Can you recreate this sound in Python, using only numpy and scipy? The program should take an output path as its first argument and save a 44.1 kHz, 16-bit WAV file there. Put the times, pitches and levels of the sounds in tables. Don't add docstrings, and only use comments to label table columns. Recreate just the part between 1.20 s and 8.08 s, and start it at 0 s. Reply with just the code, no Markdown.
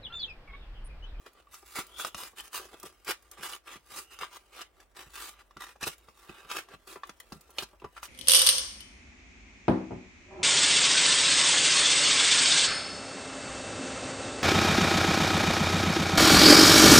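import sys
import numpy as np
from scipy import signal
from scipy.fft import rfft, irfft
from scipy.io import wavfile
from scipy.ndimage import map_coordinates

SR = 44100
rng = np.random.default_rng(int(sys.argv[2]) if len(sys.argv) > 2 else 0)


def waveform_to_disk(signal):
    frames = np.transpose(np.atleast_2d(signal))
    scaled = np.clip(frames, -1, 1) * 32767
    samples = np.round(scaled).astype(np.int16)
    wavfile.write(sys.argv[1], SR, samples)


N = 303408
TIME_S = np.arange(N) / SR
FFT_SIZE = 2 ** 19
FREQ_HZ = np.maximum(np.fft.rfftfreq(FFT_SIZE, 1 / SR), 1)


def undb(db):
    return 10 ** (np.asarray(db) / 20)


def unit_rms(x):
    return x / np.sqrt(np.mean(x ** 2))


def curve_db(points):
    hz, db = np.transpose(points)
    return np.interp(np.log(FREQ_HZ), np.log(hz), db)


def colour(x, response_db):
    cepstrum = irfft(np.log(undb(response_db)))
    cepstrum[1:FFT_SIZE // 2] *= 2
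    cepstrum[FFT_SIZE // 2 + 1:] = 0
    return irfft(rfft(x, FFT_SIZE) * np.exp(rfft(cepstrum)))[..., :x.shape[-1]]


def band(x, hz, kind, order=3):
    return signal.sosfilt(signal.butter(order, hz, kind, fs=SR, output="sos"), x)


def wander(rate_hz):
    knots = rng.standard_normal(N // 20)
    return np.interp(TIME_S * rate_hz, np.arange(len(knots)), knots)


def ring(t, hz, t60_s, rise_s):
    return np.sin(2 * np.pi * hz * t) * undb(-60 * t / t60_s) * (1 - np.exp(-t / rise_s))


def burst(t, decay_s):
    return rng.standard_normal(len(t)) * np.exp(-t / decay_s)


def swell_db(at_s, hold_s, attack_s, release_s):
    before = np.maximum(at_s - TIME_S, 0) / max(attack_s, 0.002)
    after = np.maximum(TIME_S - at_s - hold_s, 0) / max(release_s, 0.002)
    return -20 * (before + after)


def add(track, at_s, sound):
    start = max(int(at_s * SR), 0)
    track[start:start + len(sound)] += sound[:N - start]


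def stereo(mid, side):
    return np.array([mid + side, mid - side])


# (frequency [Hz], level [dB])
ROOM_SPECTRUM = [(20, -21), (35, 3.5), (52, 20), (72, 7), (100, -2.5), (160, -11.5), (240, -4.5),
                 (370, -5.5), (650, -3.5), (1200, -11), (2000, -13), (4000, -30.5), (8000, -52.5),
                 (16000, -23.5)]
# (frequency [Hz], side minus mid [dB])
ROOM_SIDE = [(50, -11), (300, -5), (2000, -0.5), (12000, 7)]


def room_tone(level_db=-67.5, waver_db=1, waver_hz=2.19):
    mid, side = colour(rng.standard_normal((2, N)), curve_db(ROOM_SPECTRUM))
    noise = stereo(mid, colour(side, curve_db(ROOM_SIDE))) / np.std(mid)
    return noise * undb(level_db + waver_db * wander(waver_hz))


# (frequency [Hz], gain [dB])
ECHO_MID = [(100, -6), (400, -16), (1200, -9), (2500, 1), (6000, -4), (16000, -1.5)]
# (frequency [Hz], gain [dB])
ECHO_SIDE = [(100, -7), (350, -15), (700, -4.5), (1200, -8.5), (2500, -0.5), (12000, 3)]


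def echoes(x, near_t60_s=0.033, near_db=-3, room_t60_s=0.14, room_db=-15, hop_samples=6000):
    t = np.arange(SR // 4) / SR
    mid, side = np.zeros((2, N))
    for centre in range(0, N, hop_samples):
        first, last = max(centre - hop_samples, 0), centre + hop_samples
        fade = np.cos(np.pi / 2 * (TIME_S[first:last] * SR - centre) / hop_samples)
        stretch = x[first:last] * fade
        near = rng.standard_normal((2, len(t))) * undb(-60 * t / near_t60_s) * (t > 0.0003)
        room = band(rng.standard_normal((2, len(t))), 6500, "low", order=1)
        room *= undb(-60 * t / room_t60_s) * (t > 0.008)
        response = (unit_rms(near) * undb(near_db) + unit_rms(room) * undb(room_db)) / np.sqrt(len(t))
        for track, echo in zip((mid, side), signal.fftconvolve(stretch[None], response, axes=1)):
            add(track, first / SR, echo)
    return stereo(colour(mid, curve_db(ECHO_MID)), colour(side, curve_db(ECHO_SIDE)))


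# (time [s], level [dB])
FILM_TICKS = [(0.132, -53), (0.667, -40.5), (1.599, -39.5), (1.6299, -32.5), (1.8471, -39.5), (2.024, -50),
              (2.1137, -35.5), (4.781, -46), (5.8706, -46), (6.0006, -36), (6.2095, -42), (6.304, -42.5)]


def tape_ticks(decay_s=0.0045, gain_db=-6.5, highpass_hz=4000):
    t = np.arange(SR // 20) / SR
    ticks = np.zeros(N)
    for at_s, level_db in FILM_TICKS:
        add(ticks, at_s, burst(t, decay_s) * undb(level_db + gain_db))
    return band(ticks, highpass_hz, "high", order=1)


TAPE_SQUEAKS = [(.5, -0.52, 2580, -49), (.765, -0.39, 3260, -46), (.81, 0.1, 3520, -41),
                (1.892, -0.04, 3000, -30), (2.478, -0.04, 2990, -33), (2.945, 0.14, 3004, -56),
                (5.13, -0.18, 3070, -44)]


def tape_squeaks(flutter_hz=150, sag_hz_per_db=15, gain_db=-3):
    squeaks = np.zeros(N)
    flutter = unit_rms(band(rng.standard_normal((2, N)), flutter_hz, "low", order=2))
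    for at_s, fade_s, top_hz, level_db in TAPE_SQUEAKS:
        pressure_db = swell_db(at_s, 0, fade_s, fade_s)
        live = pressure_db > -40
        phase = 2 * np.pi * np.cumsum(top_hz + sag_hz_per_db * pressure_db[live]) / SR
        whistle = flutter[0, live] * np.cos(phase) + flutter[1, live] * np.sin(phase)
        squeaks[live] += whistle * undb(level_db + gain_db + pressure_db[live])
    return squeaks


# (frequency [Hz], level [dB], t60 [s])
BLADE_MODES = [(2950, -2, 0.033), (3160, -4, 0.015), (3560, 4.5, 0.011), (3930, -0.5, 0.016),
               (4270, -8, 0.016)]


def blade_flick(at_s=6.3852, gain_db=-25, rise_s=0.0001):
    t = np.arange(SR // 5) / SR
    flick = np.zeros(N)
    for hz, level_db, t60_s in BLADE_MODES:
        add(flick, at_s, ring(t, hz, t60_s, rise_s) * undb(level_db + gain_db))
    return flick


# (frequency [Hz], width [Hz], lift [dB])
BOX_RESONANCES = [(334, 114, 4), (372, 83, 5.5), (520, 43, 2.5), (442, 30, 1.5), (797, 210, 6),
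                  (992, 24, 9), (1181, 139, 14.5), (1356, 37, 10.5), (1428, 57, 7.5), (1603, 126, 7),
                  (1786, 51, 5), (1991, 27, 6.5), (2460, 50, 1.5), (2880, 1220, 6.5), (3800, 110, 3),
                  (5000, 300, 3), (7600, 1560, -3)]


def box_lift_db():
    return sum(db / (1 + (2 * (FREQ_HZ - hz) / width_hz) ** 2) for hz, width_hz, db in BOX_RESONANCES)


# (frequency [Hz], level [dB])
BOOM_MODES = [(73, -2.5), (148, -2), (168, -5.5), (208, -1.5), (256, -9)]
# (time [s], level [dB], wall mode [Hz], relative boom [dB])
WALL_KNOCKS = [(0.428, -39, 396, -38), (0.584, -25.5, 317, -14), (0.847, -28, 670, -22),
               (0.944, -35.5, 593, -8), (1.025, -35, 390, -19), (1.131, -41.5, 440, -27.5),
               (1.53, -40, 390, -10), (1.634, -28.5, 345, -18), (1.885, -24.5, 410, -36),
               (2.188, -41.5, 350, -4.5), (2.556, -37.5, 370, -9.5), (2.72, -46, 390, -7.5),
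               (2.783, -52, 372, -16), (3.865, -49, 340, -1.5), (3.022, -30, 535, -20.5),
               (4.365, -34, 292, -9), (4.555, -43, 537, -25), (4.628, -26, 347, -12.5),
               (4.67, -21, 430, -17), (4.882, -40.5, 470, -14.5), (5.092, -31.5, 364, -8.5),
               (5.248, -39, 430, -10.5), (5.537, -43, 294, -3.5), (5.757, -24, 404, -23),
               (5.892, -31.5, 327, -16), (6.12, -28.5, 281, -7.5), (6.157, -43.5, 280, 2),
               (6.293, -40, 415, -30), (6.383, -26.5, 581, -25), (6.423, -28.5, 397, -14.5),
               (6.532, -40, 603, -24), (6.619, -30.5, 376, -16), (6.642, -20, 423, -17.5)]


def wall_knocks(wall_t60_s=0.039, boom_t60_s=0.094, tone_db=-5, scuff_db=-8, scuff_s=0.011):
    t = np.arange(SR // 5) / SR
    tones, scuffs = np.zeros((2, N))
    polarities = rng.choice([-1, 1], (len(WALL_KNOCKS), len(BOOM_MODES)))
    modes = np.array([ring(t, hz, boom_t60_s, rise_s=0.003) * undb(db) for hz, db in BOOM_MODES])
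    for (at_s, level_db, wall_hz, boom_db), polarity in zip(WALL_KNOCKS, polarities):
        wall = ring(t, wall_hz, wall_t60_s, rise_s=0.0051)
        boom = polarity @ modes * undb(boom_db)
        add(tones, at_s, (wall + boom) * undb(level_db + tone_db))
        add(scuffs, at_s, burst(t, scuff_s) * undb(level_db + scuff_db))
    return tones + colour(band(scuffs, [200, 1000], "band", order=2), box_lift_db())


# (frequency [Hz], level [dB])
SNAP_SPECTRUM = [(100, -48), (500, 2), (1200, -2), (3000, -4.5), (6000, -0.5), (10000, -7.5), (16000, -20)]
# (frequency ratio [1], level [dB])
PATCH_MODES = [(1.001, 0), (1.56, -7), (2.04, -17.5)]
# (time [s], level [dB], patch pitch [Hz], sharpness [dB])
FIBRE_SNAPS = [(0.27, -44, 1150, -32), (0.342, -38.5, 1200, 2), (0.586, -25, 1300, -11),
               (0.798, -22.5, 1450, -8), (0.848, -17.5, 1234, -8), (0.946, -24, 1306, -5.5),
               (1.199, -29, 3040, -13), (1.347, -28.5, 1250, -8), (1.629, -34, 1250, -29),
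               (1.881, -27, 1390, -9), (1.906, -26, 1240, -15), (2.172, -42, 1210, -22),
               (2.233, -25, 1620, -5.5), (2.334, -30, 2920, -6), (2.989, -35, 1330, -1),
               (3.032, -20, 1135, -24), (3.415, -32, 2840, -0.5), (3.602, -46, 1670, 0.5),
               (4.309, -39, 1100, -18), (4.369, -33.5, 1380, -9.5), (4.56, -43, 830, -13),
               (4.629, -25.5, 1820, 2), (4.638, -22, 2590, -7), (4.886, -40, 1220, -11),
               (5.094, -34, 2610, -12), (5.314, -22, 1240, -7), (5.366, -22.5, 1160, -18),
               (5.487, -41, 1090, -8), (5.758, -28.5, 1205, -22), (5.834, -21.5, 1127, -26),
               (5.894, -31, 1330, -5.5), (6.003, -34.5, 1940, -12), (6.122, -35, 1120, 0.5),
               (6.384, -24, 2450, -1), (6.424, -29, 1180, 0), (6.432, -28.5, 3900, -1.5),
               (6.599, -47.5, 2710, -9), (6.618, -39, 930, -28), (6.645, -33, 1080, -15),
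               (6.766, -28.5, 1310, -22), (6.777, -30, 1340, -17), (6.83, -25, 1290, -6.5),
               (6.855, -36.5, 3000, 1.5)]


def fibre_snaps(tear_s=0.0064, ring_db=-7.5, board_db=-2, crack_db=5, crossover_hz=3800):
    t = np.arange(SR // 10) / SR
    board, cracks, rings = np.zeros((3, N))
    for at_s, level_db, patch_hz, sharp_db in FIBRE_SNAPS:
        tear = 0.39 * burst(t, tear_s)
        tear[0] = -1
        add(board, at_s, tear * undb(level_db + board_db + 0.22 * sharp_db))
        add(cracks, at_s, tear * undb(level_db + crack_db + sharp_db))
        push_s = 0.00005 * undb(-sharp_db)
        t60_s = 0.014 + 9 * push_s
        patch = sum(ring(t, patch_hz * k, t60_s / k, push_s) * undb(db) for k, db in PATCH_MODES)
        add(rings, at_s, -patch * undb(level_db + ring_db))
    breaks = band(board, crossover_hz, "low") + band(cracks, crossover_hz, "high")
    return colour(breaks, curve_db(SNAP_SPECTRUM) + box_lift_db()) + colour(rings, box_lift_db() / 2)


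# (time [s], level [dB])
RUB_LEVELS = [(0, -68), (.27, -78), (.45, -79), (.68, -63), (1.14, -78.5), (1.3, -72), (1.48, -63.5),
              (1.8, -71.5), (2.08, -69.5), (2.42, -78.5), (3.22, -70), (3.5, -80), (4.32, -77), (4.82, -71),
              (5.95, -71.5), (6.48, -68), (6.56, -77), (6.88, -69.5)]
# (peak time [s], hold [s], level [dB], 20 dB attack [s], 20 dB release [s],
# relative tape hiss [dB], relative wall tone [dB])
KNIFE_STROKES = [(0.065, 0.0052, -50, 0.015, 0.023, -9.5, -4.5),
                 (0.155, 0.034, -64, 0.018, 0.061, -10.5, -1.5), (0.335, 0.005, -57.5, 0.028, 0.12, 3, -16),
                 (0.462, 0.095, -58.5, 0.012, .062, 1.5, -17),
                 (0.569, 0.024, -36.5, 0.023, 0.041, -2.5, -13),
                 (0.787, 0.082, -46, 0.03, 0.033, 1.5, -9.5), (0.979, 0.061, -46.5, 0.032, 0.064, 1, -11.5),
                 (1.186, 0.018, -47.5, 0.028, 0.031, -2.5, -14.5),
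                 (1.241, 0.038, -58.5, .042, 0.013, 0, -15), (1.338, .039, -44, 0.022, 0.028, 1, -13.5),
                 (1.4, 0.044, -55.5, 0.058, 0.052, -1, -3), (1.54, .005, -56.5, .03, 0.025, -8, 0.5),
                 (1.659, 0.005, -52.5, 0.02, 0.029, 0.5, -3.5), (1.878, .03, -35, 0.017, 0.036, -3, -11.5),
                 (2.126, 0.015, -55.5, 0.022, 0.03, -4, -5.5), (2.187, .012, -50.5, 0.02, 0.077, -7, -7),
                 (2.233, 0.033, -41, 0.02, .028, -2.5, -14),
                 (2.293, 0.056, -47.5, 0.036, 0.031, -1.5, -13.5),
                 (2.468, 0.084, -50.5, 0.018, 0.043, -7, -11), (2.72, 0.032, -51, 0.067, .05, -1, -11),
                 (2.762, 0.031, -48, 0.022, .06, 2.5, -9), (2.919, 0.018, -54, 0.038, 0.09, -4.5, -12.5),
                 (3.014, 0.023, -41, 0.025, 0.044, -9.5, -10),
                 (3.139, 0.036, -53, 0.052, 0.0097, -4, -12.5),
                 (3.327, 0.051, -59.5, 0.017, .037, -6, -7.5),
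                 (3.395, 0.023, -47.5, 0.058, 0.039, -7.5, -12),
                 (3.604, 0.027, -63.5, 0.09, .02, -6.5, -2.5), (3.768, 0.028, -50, 0.023, 0.11, -5.5, -11),
                 (3.959, 0.13, -47.5, 0.053, 0.05, -1, -15), (4.205, 0.013, -58.5, 0.15, 0.0088, -11, -13),
                 (4.41, 0.035, -44, 0.019, 0.012, -7, -14.5),
                 (4.463, 0.048, -54.5, 0.042, 0.035, -6, -12.5),
                 (4.613, 0.03, -43.5, 0.0086, 0.031, -4.5, -14), (4.67, .009, -36, 0.015, 0.027, 1, -11),
                 (4.71, 0.021, -53.5, .04, 0.023, 0, -14), (4.985, 0.07, -66, .072, 0.077, -1, -23),
                 (5.101, 0.11, -57, 0.13, 0.22, -10, -10.5), (5.314, 0.008, -39, .03, .045, -6.5, -17.5),
                 (5.355, 0.031, -40.5, 0.029, .04, -5, -9),
                 (5.541, 0.0081, -52.5, 0.095, 0.011, -12.5, -2.5),
                 (5.675, 0.072, -53, 0.011, 0.031, -0.5, -7), (5.875, .028, -61, 0.046, 0.022, -6, -3.5),
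                 (6.121, 0.049, -65, .035, 0.025, 0.5, 0.5), (6.389, 0.041, -48, 0.033, 0.019, -3, -9),
                 (6.762, 0.025, -56.5, .027, 0.047, -7, -14), (6.833, 0.015, -51.5, 0.015, 0.043, 1.5, -30)]


def drag_gains(rub_wall_db=-4, rub_hiss_db=-3):
    rub_db = np.interp(TIME_S, *np.transpose(RUB_LEVELS))
    power = (undb([[rub_wall_db], [0], [rub_hiss_db]]) * undb(rub_db)) ** 2
    for at_s, hold_s, level_db, attack_s, release_s, hiss_db, wall_db in KNIFE_STROKES:
        pressure_db = swell_db(at_s, hold_s, attack_s, release_s)
        live = pressure_db > -60
        power[:, live] += (undb([[wall_db], [0], [hiss_db]]) * undb(level_db + pressure_db[live])) ** 2
    return np.sqrt(power)


def shifting_modes(x, depth_db=2.5, cell_hz=330, cell_s=0.03):
    hz, times_s, spectra = signal.stft(x, SR, nperseg=256)
    field = rng.standard_normal((200, 400))
    grid = np.meshgrid(hz / cell_hz, times_s / cell_s, indexing="ij")
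    lift_db = depth_db * map_coordinates(field, grid, order=3, mode="wrap")
    lift_db *= np.minimum(hz / 2500, 1)[:, None]
    return signal.istft(spectra * undb(lift_db), SR)[1][..., :N]


def blade_friction(slips_per_s=1900, scatter_db=2, fibres_per_s=75, judder_db=3.3, catch_db=1.28):
    sizes = undb(scatter_db * np.minimum(rng.exponential(size=(2, N)), 3.5))
    sizes *= rng.choice([-1, 1], (2, N))
    slips = unit_rms(sizes * (rng.random((2, N)) < slips_per_s / SR))
    rub = 0.74 * rng.standard_normal((2, N))
    fibres = 19 * rng.uniform(-0.97, 1, (2, N)) * (rng.random(N) < fibres_per_s / SR)
    uneven_db = judder_db * np.tanh(wander(rate_hz=190)) + catch_db * wander(rate_hz=45)
    return (slips + rub + fibres) * undb(uneven_db)


# (frequency [Hz], level [dB])
SLIP_SPECTRUM = [(60, -15.5), (150, -10.5), (230, -10), (360, -2.5), (620, -1.5), (1100, 0.5), (2000, 0.5),
                 (3000, -4), (4500, -6), (8000, -1), (12500, -8.5), (16000, -9)]
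# (frequency [Hz], side minus mid [dB])
SLIP_SIDE = [(100, -10), (400, -20), (700, -27.5), (1200, -15), (2500, -12.5), (6000, -20), (12000, -10.5)]


def knife_rasp(wall_db=2.5, tilt_db_per_db=0.2):
    scrape = shifting_modes(colour(blade_friction(), curve_db(SLIP_SPECTRUM) + box_lift_db()))
    walls = unit_rms(band(scrape, 680, "low", order=5))
    board = unit_rms(band(scrape, [720, 4300], "band", order=5))
    film = unit_rms(band(scrape, 4400, "high", order=4))
    wall_gain, board_gain, hiss_gain = drag_gains()
    hiss_db = 20 * np.log10(hiss_gain / board_gain)
    tilt_db = tilt_db_per_db * np.clip(hiss_db - np.median(hiss_db), -10, 10)
    tape = band(film, 9000, "low") * undb(-tilt_db / 2) + band(film, 9000, "high") * undb(tilt_db)
    mid, side = walls * wall_gain * undb(wall_db) + board * board_gain + tape * hiss_gain
    return mid, colour(side, curve_db(SLIP_SIDE))


def scene(right_minus_left_db=0.5):
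    rasp_mid, rasp_side = knife_rasp()
    direct = rasp_mid + tape_squeaks() + fibre_snaps() + blade_flick() + tape_ticks() + wall_knocks()
    balance = undb([[-right_minus_left_db / 2], [right_minus_left_db / 2]])
    return (stereo(direct, rasp_side) + echoes(direct)) * balance + room_tone()


def record(dry):
    return signal.sosfilt(signal.ellip(10, 0.2, 70, 16000, fs=SR, output="sos"), dry)


dry = scene()
out = record(dry)
waveform_to_disk(out)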